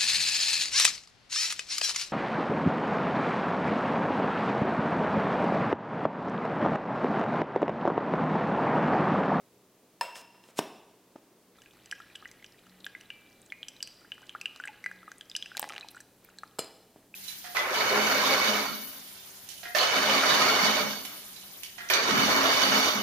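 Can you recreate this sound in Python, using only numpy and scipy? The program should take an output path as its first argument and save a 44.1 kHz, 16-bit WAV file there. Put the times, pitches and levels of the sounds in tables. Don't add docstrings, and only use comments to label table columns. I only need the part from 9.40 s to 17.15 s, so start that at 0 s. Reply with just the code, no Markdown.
import sys
import numpy as np
from scipy import signal
from scipy.fft import rfft, irfft
from scipy.io import wavfile
from scipy.ndimage import uniform_filter1d

SR = 44100
rng = np.random.default_rng(int(sys.argv[2]) if len(sys.argv) > 2 else 0)


def unload_audio(sound):
    columns = np.transpose(np.atleast_2d(sound))
    steps = np.round(np.clip(columns, -1, 1) * 32767)
    wavfile.write(sys.argv[1], SR, steps.astype(np.int16))


N = 341775

# start in seconds, bubble starting pitch in Hz, bubble peak in dB, ring in seconds,
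# air thump peak in dB, splash peak in dB.
DROPS = [(2.219, 2850, -47, 0.0091, -55.5, -45), (2.26, 2550, -42.5, 0.0051, -56, -59),
         (2.459, 2900, -46.5, 0.0067, -64, -39), (2.513, 2970, -29, 0.0057, -54, -27),
         (2.525, 1880, -34, 0.027, -26, -40), (2.602, 1340, -38.5, 0.035, -44, -49),
         (2.754, 3250, -32.5, 0.0065, -46.5, -46), (2.757, 2920, -34, 0.011, -63, -37),
         (2.825, 1250, -43, 0.031, -51, -68), (2.849, 2820, -43.5, 0.025, -55, -64),
         (2.856, 1880, -33, 0.014, -42.5, -62), (2.914, 2050, -46, 0.011, -60, -39),
         (3.026, 2060, -45, 0.019, -59, -58), (3.044, 2950, -34, 0.004, -50, -45),
         (3.267, 1320, -49, 0.02, -57, -53), (3.445, 3490, -30, 0.0062, -58, -44),
         (3.465, 3050, -29, 0.0034, -30, -36), (3.55, 2040, -32, 0.025, -41, -60),
         (3.61, 2840, -42, 0.008, -66, -41.5), (3.703, 2804, -29, 0.014, -42.5, -47),
         (4.102, 3300, -42, 0.012, -75, -56), (4.122, 2130, -25.5, 0.012, -52, -43.5),
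         (4.23, 3150, -25.5, 0.0062, -52, -50), (4.284, 3090, -34.5, 0.008, -54, -28),
         (4.365, 3860, -45.5, 0.008, -59, -50), (4.405, 2920, -35.5, 0.017, -56, -49),
         (4.427, 4760, -25, 0.01, -45.5, -22), (4.474, 2840, -36.5, 0.0064, -55, -38),
         (4.719, 2910, -25.5, 0.012, -42, -47.5), (4.78, 1430, -44, 0.01, -52, -63),
         (4.819, 1020, -49, 0.017, -74, -48), (4.894, 3100, -28.5, 0.0061, -51, -41),
         (4.95, 1282, -28, 0.025, -51, -59), (5.013, 2600, -29.5, 0.015, -52, -32),
         (5.057, 2793, -19.5, 0.017, -40, -36), (5.161, 1200, -43.5, 0.0091, -61, -39.5),
         (5.2, 1470, -30, 0.027, -43, -51), (5.222, 2470, -48, 0.008, -55, -61),
         (5.238, 2900, -34, 0.0076, -31, -47), (5.253, 1620, -32.5, 0.021, -60, -51),
         (5.275, 2040, -29, 0.014, -44, -38.5), (5.281, 2520, -30.5, 0.0066, -41, -48),
         (5.441, 2055, -30, 0.022, -63, -41), (5.461, 1990, -22, 0.02, -27.5, -38),
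         (5.514, 1630, -31.5, 0.015, -58, -47.5), (5.63, 1320, -43.5, 0.029, -58, -61),
         (5.679, 1236, -36, 0.029, -46, -62), (5.717, 1550, -35.5, 0.017, -56, -37),
         (5.81, 3200, -32, 0.0086, -45, -40.5), (5.898, 4860, -37, 0.012, -63, -40),
         (5.915, 3520, -33, 0.0067, -58, -42), (5.951, 2870, -22, 0.015, -64, -34),
         (5.964, 4950, -23.5, 0.0065, -39.5, -18.5), (6.025, 3240, -24.5, 0.011, -48, -36.5),
         (6.059, 2690, -34.5, 0.019, -43, -41.5), (6.117, 1480, -36, 0.019, -61, -61),
         (6.15, 1560, -37, 0.031, -71, -53), (6.169, 900, -36.5, 0.014, -62.5, -30),
         (6.195, 960, -29.5, 0.015, -41, -26.5), (6.228, 930, -25.5, 0.0071, -38, -39),
         (6.241, 940, -32, 0.01, -46, -52), (6.276, 920, -41, 0.012, -65, -49),
         (6.298, 1310, -44, 0.042, -68, -54), (6.299, 2680, -46, 0.008, -59, -46),
         (6.303, 1235, -37, 0.039, -61, -58), (6.304, 3040, -35.5, 0.008, -59, -62),
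         (6.363, 2800, -29, 0.0054, -43.5, -56), (6.41, 3920, -32, 0.006, -68, -46),
         (6.446, 920, -41.5, 0.032, -62, -57), (6.487, 3950, -32, 0.0031, -69, -61),
         (6.547, 1410, -42.5, 0.026, -55, -49), (6.566, 1440, -47, 0.025, -56, -52),
         (6.604, 1690, -45, 0.028, -78, -39), (6.889, 1440, -44.5, 0.01, -70, -68),
         (6.986, 4150, -34.5, 0.0093, -46.5, -39.5), (7.034, 1280, -28.5, 0.014, -42.5, -49),
         (7.741, 2500, -34.5, 0.029, -53, -52)]
# start in seconds, peak in dB, pitch in Hz.
TICKS = [(2.877, -45, 6200), (3.062, -43.5, 5000), (3.122, -49, 4960), (3.295, -50, 4060),
         (3.404, -47, 4000), (3.4532, -40, 11500), (4.017, -44, 7900), (4.061, -48, 7000),
         (5.255, -38, 8300), (5.782, -38.5, 8400), (6.217, -31, 9000), (6.2204, -33, 8600),
         (6.5061, -47, 11000), (6.513, -42.5, 12100), (6.559, -47, 7600), (6.6087, -42, 8200),
         (6.847, -43.5, 12900)]
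# start in seconds, peak in dB, pitch in Hz.
SPLATS = [(5.1612, -34.5, 2500), (6.17, -18, 4670), (6.177, -23, 2170), (6.1954, -12, 8500),
          (6.2285, -23, 1960), (6.242, -26, 1910), (6.2506, -39, 1940), (6.29, -28, 4390),
          (6.2966, -28, 2630), (6.323, -27, 1890), (6.336, -30, 2040), (6.342, -33, 2520),
          (6.352, -37, 2550), (6.3615, -40, 2270), (6.3662, -34, 2390), (6.3802, -22, 2200),
          (6.3986, -37, 4060), (6.486, -32, 3830)]
# start in seconds, peak in dB, starting pitch in Hz, ring in seconds,
# climb (the pitch has risen by twice this share at the end of the ring).
CHIRPS = [(2.184, -53, 1270, .03, .1), (4.615, -54, 1340, 0.028, .1), (4.647, -50, 1300, 0.034, 0.88),
          (4.83, -48, 1500, .025, .1), (4.955, -33, 1195, 0.021, 0.5), (6.568, -41, 1245, 0.023, 0.78)]
# time in seconds, level in dB.
TRICKLE = [(2.15, -69), (2.71, -63), (3.12, -68), (3.5, -65), (4.2, -69), (4.77, -66), (5.3, -64),
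           (5.91, -68.5), (6.11, -63.5), (6.44, -75), (6.6, -64), (6.63, -98), (6.85, -67), (7.75, -80.5)]
# pitch in Hz, mean peak in dB re the splash, ring in seconds.
SPRAY = [(4947, -13, 0.01), (5940, -14, 0.023), (7320, -26.5, 0.05), (7930, -16.5, 0.019),
         (9880, -27, 0.03)]
# pitch in Hz, gain in dB re the shared gain, ring in seconds.
SERVER = [(848, -7.5, 0.027), (1250, -27, 0.12), (1637, -14, 0.3), (2008, -13.5, 0.069), (2450, -1.5, 0.37),
          (2690, -16, 0.073), (2960, -21, 0.066), (3060, -9, 0.2), (4050, -8, 0.055), (4700, -21, .2),
          (5050, -16, 0.063)]
# start in seconds, peak in dB, pitch in Hz, ring in seconds.
LINGER = [(3.704, -54, 2343, 0.94), (4.125, -58.5, 2436, 1), (4.429, -50, 4640, 0.38),
          (4.431, -58, 4170, .4), (5.014, -62, 2500, 0.23), (5.288, -42.5, 850, 0.069),
          (6.428, -42, 2510, 0.043)]
# delay in seconds, gain in dB.
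WALL_ECHOES = [(.0055, -21), (.008, -22)]
# start in seconds, push length in ms, thud pitch factor, then levels in dB
BLOWS = [(0.6106, 0.16, 1.65, -32, -27, -99, -27, -40), (0.756, 0.16, 4.7, -64, -48, -99, -33, -51),
         (0.946, .2, 1.2, -61, -66, -99, -60, -64.5), (1.039, 0.14, 2.2, -79, -62, -99, -48.5, -66),
         (1.088, .2, 0.6, -53.5, -83, -99, -54, -61.5), (1.19, 0.47, 1, -21, -40.5, -99, -17, -42),
         (1.7561, 1.66, 0.6, -43, -99, -99, -80, -70), (1.76, 0.52, 0.81, -44, -69, -99, -57, -70),
         (7.187, 0.38, 1.4, -35.5, -99, -44, -58, -46.5), (7.191, .2, 0.52, -66, -99, -31.5, -26, -59),
         (7.244, 0.24, 0.85, -77, -99, -50, -41, -67), (7.56, 1.13, 0.97, -48, -99, -99, -79, -65.5)]
# pitch in Hz before the factor, relative level in dB, ring in seconds.
COUNTER = [(310, -14.5, 0.08), (429, -1.5, 0.035), (700, 10.5, 0.0077), (993, 3, 0.015), (1520, -1, 0.023)]
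# centre pitch in Hz, relative level in dB, ring in seconds.
GRINDER = [(553, -24, 0.35), (945, -2, 0.085), (980, -17, 0.76), (1786, -11, 0.085), (2697, -18, 0.77),
           (2745, -20.5, 0.97), (4250, -22, 0.13), (5160, -23.5, 0.79), (5240, -9, 0.1), (6900, -30, 0.15),
           (7780, -21.5, .3), (8870, -16, 0.1), (11800, -28, 0.15), (14700, -36, .1)]
# centre pitch in Hz, relative level in dB, ring in seconds.
GLASS = [(344, -26, 0.048), (462, -10, 0.062), (513, -6.5, 0.032), (637, -4.5, 0.038), (1306, -12, .08),
         (2360, -18, 0.12), (2929, -11, 0.12), (3450, -16, 0.075), (4190, -7, 0.13), (4980, -11, 0.3),
         (5190, -5.5, 0.05), (6320, -19, 0.13), (7160, -9.5, 0.16), (7600, -3.5, 0.066), (8500, -7, 0.075),
         (9520, -8.5, 0.07), (10300, -17, 0.11), (11500, -15, .12)]
# start in seconds, stop in seconds, level in dB at start and at stop,
# before the grit.
SLIDES = [(0.753, 0.817, -51, -55.5), (1.033, 1.109, -71, -62), (1.16, 1.192, -64, -29.5)]
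# frequency in Hz, relative level in dB.
SLIDE_COLOUR = [(1500, 0.5), (3500, 3), (7000, 3), (9000, 2.5), (12000, -6), (16000, -8)]
# centre in Hz, decay by 60 dB in seconds, energy of the tail in dB.
ECHO = [(209, 0.64, -27.5), (512, 0.91, -26.5), (1360, 1, -25.5), (3240, 0.9, -20), (6500, 0.72, -21.5),
        (10900, 0.35, -24.5)]
# frequency in Hz, relative density in dB.
ROOM_FAR = [(12, -49), (20, -24), (86, -20), (123, -13.5), (150, -12.5), (182, -10.5), (255, -6.5),
            (388, -6), (718, -14), (780, -17.5), (1060, -16.5), (1480, -22), (16000, -30)]
# frequency in Hz, relative density in dB.
ROOM_NEAR = [(12, -49), (20, -11.5), (123, -8), (187, -7.5), (228, -2), (301, -1.5), (558, -6.5),
             (738, -11), (1000, -14), (1610, -25), (1760, -22.5), (14700, -22), (16000, -29)]
# frequency in Hz, relative density in dB.
SIDE_HISS = [(59, -28), (100, -9), (991, -3), (1610, -11), (3120, -9.5), (5900, -5.5), (12100, -5),
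             (16000, -8)]
# centre in seconds, level in dB, time from centre to 1/e in seconds.
HUM_SWELLS = [(3.34, -63.5, 0.11), (5.564, -66.5, 0.11)]

GLIDE, RISE_MS = 0.042, 0.32
THUMP_HZ, THUMP_S = 1661, 0.021
SLAP_DB, SPLASH_HZ = -34, 6020
GURGLE_S, GURGLE_LENGTH_S, GURGLE_DB = 6.16, 0.28, -50
TRICKLE_S, TRICKLE_LENGTH_S = 2, 5.7
SERVER_DB = 11.5
SLIDE_EDGE_S = 0.0027
MOVE_S = 2.17
FAR_DB, NEAR_DB, SIDE_DB = -63, -63, -71.5
LOW_HUM_HZ, LOW_HUM_DB, LOW_HUM_FAR_DB = 122, -76.5, 4
HUM_HZ, HUM_DB, HUM_WAVER_DB, HUM_WAVER_S = 184.5, -76, 2.5, 0.1
TOP_HZ = 16100


def undb(db):
    return 10 ** (np.asarray(db) / 20)


def fade(t, t60):
    return np.exp(-np.log(1000) * t / t60)


def curve(rows, count):
    rows = np.array(rows)
    return np.interp(np.arange(N) / SR, rows[:, 0], rows[:, count], -150, -150)


def noise(shape, db, size=N):
    hz, gain_db = np.transpose(shape)
    f = np.arange(size // 2 + 1) * SR / size + 1
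    gain = undb(np.interp(np.log(f), np.log(hz), gain_db))
    x = irfft(rfft(rng.standard_normal(size)) * gain, size)
    return x * undb(db) / x.std()


def add(out, s, sound):
    i = int(s * SR)
    out[i:i + len(sound)] += sound[:N - i]


def ring(modes, detune=0):
    t = np.arange(SR // 2)[:, None] / SR
    hz, db, t60 = np.transpose(modes)
    return (undb(db) * fade(t, t60) * np.sin(2 * np.pi * hz * (1 + detune) * t)).sum(axis=1)


def bubble(hz, t60, glide, rise_ms):
    t = np.arange(int(t60 * SR) + 20) / SR
    tone = np.sin(2 * np.pi * hz * t * (1 + glide * t / t60))
    x = tone * fade(t, t60) * (1 - np.exp(-t * 1000 / rise_ms))
    return x / np.abs(x).max()


def splash(hz, t60, width):
    b, a = signal.iirpeak(hz, 1 / width, fs=SR)
    burst = rng.standard_normal(400) * fade(np.arange(400) / SR, t60)
    x = signal.lfilter(b, a, signal.lfilter(b, a, burst))
    return x / np.abs(x).max()


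def single_drops(out):
    scatter = rng.standard_normal((len(DROPS), len(SPRAY)))
    for (s, hz, db, t60, thump_db, splash_db), chances in zip(DROPS, scatter):
        add(out, s, undb(db) * bubble(hz, t60, GLIDE, RISE_MS))
        add(out, s, undb(thump_db) * bubble(THUMP_HZ, THUMP_S, glide=0, rise_ms=0.94))
        add(out, s, undb(db + SLAP_DB) * bubble(3000, 0.0007, glide=0, rise_ms=0.02))
        add(out, s, undb(splash_db) * splash(SPLASH_HZ, t60=0.0047, width=1.0))
        for (mode_hz, mode_db, mode_s), chance in zip(SPRAY, chances):
            level_db = splash_db + mode_db + 3.3 * chance
            add(out, s, undb(level_db) * bubble(mode_hz, mode_s, glide=0, rise_ms=0.92))


def ticks_and_chirps(out):
    for s, db, hz in TICKS:
        add(out, s, undb(db) * splash(hz, t60=0.018, width=0.33))
    for s, db, hz in SPLATS:
        add(out, s, undb(db) * splash(hz, t60=0.002, width=1.4))
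    for s, db, hz, t60, climb in CHIRPS:
        add(out, s, undb(db) * bubble(hz, t60, climb, rise_ms=1.4))


def gurgle(out):
    for when, pitch, size in rng.random((70, 3)):
        sound = bubble(450 * 7 ** pitch, 0.0042, glide=0.28, rise_ms=0.37)
        add(out, GURGLE_S + when * GURGLE_LENGTH_S, undb(GURGLE_DB + 4.7 * size) * sound)


def trickle():
    fine = np.zeros(N)
    for when, pitch, size in rng.random((8000, 3)):
        sound = bubble(1000 * 4.5 ** pitch, 0.005, glide=0.12, rise_ms=0.2)
        add(fine, TRICKLE_S + when * TRICKLE_LENGTH_S, undb(7 * size) * sound)
    for when, pitch, size in rng.random((160, 3)):
        sound = splash(2500 * 3.5 ** pitch, t60=0.007, width=0.25)
        add(fine, TRICKLE_S + when * TRICKLE_LENGTH_S, undb(8 + 10 * size) * sound)
    for when, pitch, size in rng.random((70, 3)):
        sound = bubble(1300 * 3 ** pitch, 0.021, GLIDE, rise_ms=0.32)
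        add(fine, TRICKLE_S + when * TRICKLE_LENGTH_S, undb(9.5 + 4.6 * size) * sound)
    return fine / fine.std() * undb(curve(TRICKLE, count=1))


def server_ring(dry):
    modes = [(hz, db - 20 * np.log10(t60 * SR / 14), t60) for hz, db, t60 in SERVER]
    return undb(SERVER_DB) * signal.fftconvolve(dry, ring(modes))[:N]


def drops():
    dry = np.zeros(N)
    single_drops(dry)
    ticks_and_chirps(dry)
    gurgle(dry)
    dry = dry + trickle()
    out = dry + server_ring(dry)
    for late_s, db in WALL_ECHOES:
        add(out, late_s, undb(db) * dry)
    for s, db, hz, t60 in LINGER:
        add(out, s, undb(db) * bubble(hz, t60, glide=0, rise_ms=2.6))
    return out


def blows():
    out = np.zeros(N)
    rattle_colour = [(250, -14), (600, 6.5), (3000, -2.5), (6000, -15), (12000, -18)]
    for s, push_ms, pitch, thud_db, steel_db, glass_db, crack_db, rattle_db in BLOWS:
        push = np.hanning(int(push_ms * SR / 1000) + 3)
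        thud = np.convolve(ring(COUNTER, pitch - 1), push / push.sum())
        add(out, s, -undb(thud_db) * thud)
        for modes, db, split in ((GRINDER, steel_db, 0.008), (GLASS, glass_db, 0.013)):
            for _ in range(5 if db > -90 else 0):
                detune = split * rng.standard_normal(len(modes))
                add(out, s, undb(db) * ring(modes, detune) / 2)
        add(out, s, undb(crack_db) * splash(2960, t60=0.01, width=0.87))
        rattle = noise(rattle_colour, rattle_db, SR // 4)
        add(out, s, rattle * fade(np.arange(SR // 4) / SR, 0.46))
    return out


def slide():
    t = np.arange(N) / SR
    grit = undb(18 * uniform_filter1d(rng.standard_normal(N), size=40))
    strokes = np.zeros(N)
    for start, stop, start_db, stop_db in SLIDES:
        level = undb(np.interp(t, [start, stop], [start_db, stop_db]))
        outside_s = np.maximum(0, np.maximum(start - t, t - stop))
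        strokes += level * np.exp(-outside_s / SLIDE_EDGE_S)
    return noise(SLIDE_COLOUR, 0) * grit * strokes


def room(dry):
    t = np.arange(SR) / SR
    tail = np.zeros(SR)
    for hz, t60, db in ECHO:
        band = noise([(hz / 3, -40), (hz / 1.29, 0), (hz * 1.736, 0), (hz * 3, -40)], db, SR)
        tail += band * fade(t, t60) / np.sqrt(t60 * SR / 14)
    onset = np.clip(t / 0.0036, 0, 1)
    echo = signal.fftconvolve(dry, tail * onset)[:N]
    side = noise([(300, -18.5), (3000, -42), (8000, -8), (13000, 25.5)], -74, SR) * fade(t, 0.01)
    return echo + signal.fftconvolve(dry + echo, side)[:N] * np.array([[1], [-1]])


def background():
    t = np.arange(N) / SR
    tone = np.where(t < MOVE_S, noise(ROOM_FAR, FAR_DB), noise(ROOM_NEAR, NEAR_DB))
    low_level = undb(LOW_HUM_DB - LOW_HUM_FAR_DB * (t < MOVE_S))
    low_hum = np.sqrt(2) * low_level * np.sin(2 * np.pi * LOW_HUM_HZ * t)
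    steps = np.arange(0, t[-1] + HUM_WAVER_S, HUM_WAVER_S)
    wander = np.interp(t, steps, rng.standard_normal(len(steps)))
    waver = undb(HUM_DB + HUM_WAVER_DB * wander)
    swells = sum(undb(db) * np.exp(-((t - s) / half_s) ** 2) for s, db, half_s in HUM_SWELLS)
    hum = np.sqrt(2) * np.sin(2 * np.pi * HUM_HZ * t) * (waver + swells)
    hiss = noise(SIDE_HISS, SIDE_DB) * np.array([[1], [-1]])
    return tone + low_hum + hum + hiss


def scene():
    no_bass = signal.butter(4, 160, "high", fs=SR, output="sos")
    dry = signal.sosfilt(no_bass, drops() + blows() + slide())
    return dry + room(dry) + background()


def record(dry):
    return signal.sosfilt(signal.ellip(8, 0.2, 70, TOP_HZ, fs=SR, output="sos"), dry)


dry = scene()
out = record(dry)
unload_audio(out)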